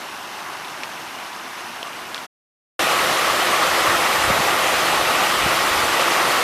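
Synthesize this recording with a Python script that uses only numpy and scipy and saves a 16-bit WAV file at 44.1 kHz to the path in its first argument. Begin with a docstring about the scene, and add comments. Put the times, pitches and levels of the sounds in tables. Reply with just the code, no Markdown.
"""Water spilling over the wooden flume of a small mill in a wood, heard from the bank; twigs snap on the path.
After half a second of silence, the pool under the mill up close: the jet from the pipe churns it,
bubbles ring in the hollow, and air and a few dull bumps touch the microphone.
Water is patchy noise plus ringing bubbles; a twig is a short ring, a knock and a splinter burst."""
import sys
import numpy as np
from scipy import signal
from scipy.fft import rfft, irfft, next_fast_len
from scipy.io import wavfile
from scipy.ndimage import uniform_filter1d, map_coordinates

SR = 44100
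rng = np.random.default_rng(int(sys.argv[2]) if len(sys.argv) > 2 else 0)


def unload_audio(sound):
    """Save the sound as a 16-bit wav file, at the path given as the first command line argument."""
    columns = np.transpose(np.atleast_2d(sound))
    # keep every value between -1 and 1, then stretch to whole-number steps
    steps = np.round(np.clip(columns, -1, 1) * 32767)
    wavfile.write(sys.argv[1], SR, steps.astype(np.int16))


N = 283563

# fade of the bank scene: time_s, gain
BANK_FADE = [(-1, 0), (0, 1), (2.248, 1), (2.268, 0)]


def amp(db):
    """Decibels to gain."""
    return 10 ** (np.asarray(db) / 20)


def unit(x):
    """Scale to rms 1."""
    return x / np.sqrt(np.mean(x ** 2) + 1e-20)


def along(points, hz):
    """Read (hz, value) points on a log frequency axis."""
    knots_hz, values = np.transpose(points)
    return np.interp(np.log(hz + 1), np.log(knots_hz + 1), values)


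def envelope(points):
    """Read (time_s, gain) points at every sample."""
    times_s, gains = np.transpose(points)
    return np.interp(np.arange(N) / SR, times_s, gains)


def wobble(rate_hz):
    """Smooth random curve, rate_hz knots a second."""
    knots = rng.standard_normal(int(N * rate_hz / SR) + 4)
    return map_coordinates(knots, [np.arange(N) * rate_hz / SR])


def filtered(x, response):
    """Apply the frequency response response(hz)."""
    n_fft = next_fast_len(N + SR // 4)
    return irfft(rfft(x, n_fft) * response(np.fft.rfftfreq(n_fft, 1 / SR)), n_fft)[..., :N]


def coloured(x, colour, resonances=()):
    """Apply a broad spectrum and the lift or dip of each resonance."""
    def response(hz):
        lift_db = sum(db / (1 + (2 * (hz - centre_hz) / width_hz) ** 2)
                      for centre_hz, width_hz, db in resonances)
        return amp(along(colour, hz) + lift_db)
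    return filtered(x, response)


def split(x, edge_hz):
    """Water body below the edge and spray above, each at rms 1."""
    body = filtered(x, lambda hz: 1 / (1 + (hz / edge_hz) ** 10))
    return unit(body), unit(x - body)


def widen(mid, width_db):
    """Near-mono stereo: a weak random-phase side part, offset by width_db."""
    # side spectrum relative to mid: freq_hz, gain_db
    side_colour = [(50, -19), (250, -18), (700, -23.5), (1200, -27), (2300, -19), (7000, -13),
                   (13000, -18.5)]
    def scatter(hz):
        return amp(along(side_colour, hz) + width_db) * np.exp(2j * np.pi * rng.random(len(hz)))
    side = filtered(mid, scatter)
    return np.array([mid + side, mid - side])


def draught(floor_db=-50):
    """A light draught rumbles on the microphone and swells in puffs."""
    # rumble spectrum: freq_hz, gain_db
    colour = [(15, -14), (40, -1), (85, 6), (140, -9), (300, -7.5), (1000, -60)]
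    # puffs of air: crest_s, level_db, half_length_s
    puffs = [(3.87, -42, .07), (4.3, -33, 0.077), (4.7, -46.5, 0.17), (4.98, -42, 0.066), (5.45, -36, .06),
             (5.796, -43, .09)]
    t = np.arange(N) / SR
    puff_power = sum(amp(db) ** 2 * np.exp(-((t - crest_s) / half_s) ** 2)
                     for crest_s, db, half_s in puffs)
    air = coloured(rng.standard_normal(N), colour)
    return np.sqrt(amp(floor_db) ** 2 + puff_power) * unit(air * amp(2.5 * wobble(15)))


def bumps():
    """Each bump is one low pressure push with a rebound on both sides and no ring."""
    # bumps on the microphone: time_s, peak_db, centre_hz
    pushes = [(3.89, -26, 100), (4.285, -25, 95), (4.304, -17, 190), (4.309, -18, 109), (4.391, -21, 180),
              (4.405, -17, 200), (5.463, -18, 145)]
    t, pressure = np.arange(N) / SR, np.zeros(N)
    for time_s, peak_db, centre_hz in pushes:
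        phase_sq = (np.pi * centre_hz * (t - time_s)) ** 2
        pressure += amp(peak_db) * (1 - 2 * phase_sq) * np.exp(-phase_sq)
    return pressure


def litter(count, level_db=-23.5, spread_db=1.5, ring_hz=3200, t60_s=0.0043):
    """Dry litter ticks faintly at random times in the bank scene; returns snap rows for twigs()."""
    walk_s = BANK_FADE[-1][0]
    return [(walk_s * when, level_db + spread_db * (2 * size - 1),
             ring_hz * 2 ** ((pitch - .5) / 2), t60_s, -19, -18)
            for when, size, pitch in rng.random((count, 3))]


def twigs(knock_hz=620, knock_t60_s=.012):
    """Each snap is a very short ring, a knock on the ground and a burst of splintering fibres."""
    # snapping twigs: start_s, ring_db, ring_hz, t60_s, knock_re_ring_db, splinter_re_ring_db; the row at 0.8378
    # s is the first snap echoing off the ground 3.4 ms later
    snaps = [(0.8344, -14, 2320, .006, -11, -8.5), (0.8378, -25, 3200, .005, -14, -12),
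             (1.8297, -13, 3150, .006, -9, -24), (2.1455, -8.5, 3890, 0.0025, -24, -12.5),
             (2.16, -19, 2400, .004, -18, -17), (2.1791, -17, 3300, 0.0068, -32, -20)]
    # splinter spectrum: freq_hz, gain_db
    colour = [(300, -34.5), (1200, -11), (2200, 3.5), (5500, 2.5), (8000, -15), (15000, -24)]
    wood, bursts = np.zeros(N), np.zeros(N)
    t = np.arange(SR // 20) / SR
    burst = amp(-60 * t / 0.0034) + amp(-9 - 60 * t / .04)  # crack plus tail
    for start_s, ring_db, ring_hz, t60_s, knock_db, splinter_db in snaps + litter(count=12):
        ring = np.sin(2 * np.pi * ring_hz * t) * amp(-60 * t / t60_s)
        knock = np.sin(2 * np.pi * knock_hz * t) * amp(knock_db - 60 * t / knock_t60_s)
        start = round(start_s * SR)
        wood[start:][:len(t)] += amp(ring_db) * (ring + knock)
        bursts[start:][:len(t)] += amp(ring_db + splinter_db) * burst
    fibres = bursts * unit(coloured(rng.standard_normal(N), colour))
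    low_cut = signal.butter(2, 450, "highpass", fs=SR, output="sos")  # thin wood radiates no bass
    return signal.sosfilt(low_cut, wood + fibres)


def rush(patchy_db):
    """Countless merged splashes: white noise with brief patches of random gain."""
    spectra = signal.stft(rng.standard_normal(N), nperseg=512)[2]
    patches = uniform_filter1d(rng.standard_normal(spectra.shape), 9, axis=0)
    patches = unit(uniform_filter1d(patches, 7, axis=1))
    return unit(signal.istft(spectra * amp(patchy_db * patches), nperseg=512)[1][:N])


def bubbles(low_hz, high_hz, cycles, spread_db, rise, count):
    """Damped rings rising in pitch, on average as strong per Hz as unit white noise."""
    when, pitch, size = rng.random((count, 3)).T[:, :, None]
    hz = low_hz * (high_hz / low_hz) ** pitch
    offsets = np.arange(int(min(3 * cycles / low_hz * SR, 900)))
    age = offsets / SR * hz / cycles  # in decay time constants
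    phase = 2 * np.pi * cycles * age * (1 + rise * np.minimum(age, 4) / 2)
    ring = np.sin(phase) * np.exp(-age) * (1 - np.exp(-10 * age))
    # small bubbles are brief, so they peak higher
    strength = hz * amp(spread_db * np.minimum(-np.log(1 - size), 4))
    samples = (when * N).astype(int) + offsets
    sound = np.bincount(samples.ravel(), (strength * ring).ravel(), N)[:N]
    return unit(sound) * np.sqrt(abs(high_hz - low_hz) / (SR / 2))


def flume(body_db=-34, spray_db=-38.5):
    """Water spills steadily off the flume onto stones: a soft rush with gurgles and fine drops."""
    # spill spectrum: freq_hz, gain_db
    colour = [(30, -29.5), (70, -20), (130, -11.5), (270, -5), (350, -3.5), (470, -9), (750, -0.5),
              (1000, 1.5), (1900, -5), (3000, -7.5), (4500, -11.5), (7500, -17.5), (12000, -18.5),
              (15000, -27.5)]
    # flume and splash resonances: centre_hz, width_hz, lift_db
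    resonances = [(1540, 160, 1), (2780, 300, 2.5), (5430, 400, 3), (6160, 450, 3.5)]
    gurgles = bubbles(low_hz=279.8, high_hz=2997, cycles=12.0, spread_db=2.5, rise=0.054, count=4500)
    drops = bubbles(low_hz=1800, high_hz=6000, cycles=1.8, spread_db=3.5, rise=.03, count=5000)
    water = rush(patchy_db=0.84) + amp(-7.0) * gurgles + amp(-4.5) * drops
    body, spray = split(coloured(water, colour, resonances), edge_hz=2180)
    surge = amp(0.23 * wobble(25))
    body *= amp(body_db + 0.18 * wobble(5.4))
    spray *= amp(spray_db + .1 * wobble(6))
    return surge * (body + spray)


def jet(body_db=-20, spray_db=-23.5):
    """The jet drives air into the pool: dense bubbles ring in the hollow under a hiss of spray."""
    # churn spectrum: freq_hz, gain_db
    colour = [(40, -38), (140, -11), (260, -10), (430, -5.5), (560, -3), (800, -0.5), (1300, 0),
              (1650, -5.5), (2700, -5), (4000, -10), (7000, -16.5), (12000, -20), (13500, -21.5),
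              (15000, -30)]
    # resonances of the hollow under the mill: centre_hz, width_hz, lift_db
    hollow = [(341.6, 32, 6), (450, 27, -2), (526, 34, 4.5), (672, 43, 1.5), (946, 94, -3.5),
              (1150, 75, 2.5), (1260, 75, 0.3), (1910, 150, 4)]
    gurgles = bubbles(low_hz=277.7, high_hz=2228, cycles=5.2, spread_db=2.5, rise=0.028, count=5000)
    drops = bubbles(low_hz=1730, high_hz=13200, cycles=1.24, spread_db=1.0, rise=0.042, count=12000)
    water = rush(patchy_db=1) + amp(-5.5) * gurgles + amp(-12.5) * drops
    body, spray = split(coloured(water, colour, hollow), edge_hz=1980)
    surge = amp(0.17 * wobble(45))
    body *= amp(body_db + 0.14 * wobble(7.6))
    spray *= amp(spray_db + .1 * wobble(6))
    return surge * (body + spray)


def scene():
    """The bank, a short silence, then the pool."""
    # fade-in of the pool scene: time_s, gain
    pool_fade = [(2.792, 0), (2.794, 1)]
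    bank = widen(flume() + twigs(), width_db=-27)
    pool = widen(jet() + draught() + bumps(), width_db=-2.0)
    return envelope(BANK_FADE) * bank + envelope(pool_fade) * pool


def record(dry):
    """Steep low-pass on the highest treble."""
    cutoff_hz = 15100
    return filtered(dry, lambda hz: 1 / (1 + (hz / cutoff_hz) ** 500))


dry = scene()
out = record(dry)
unload_audio(out)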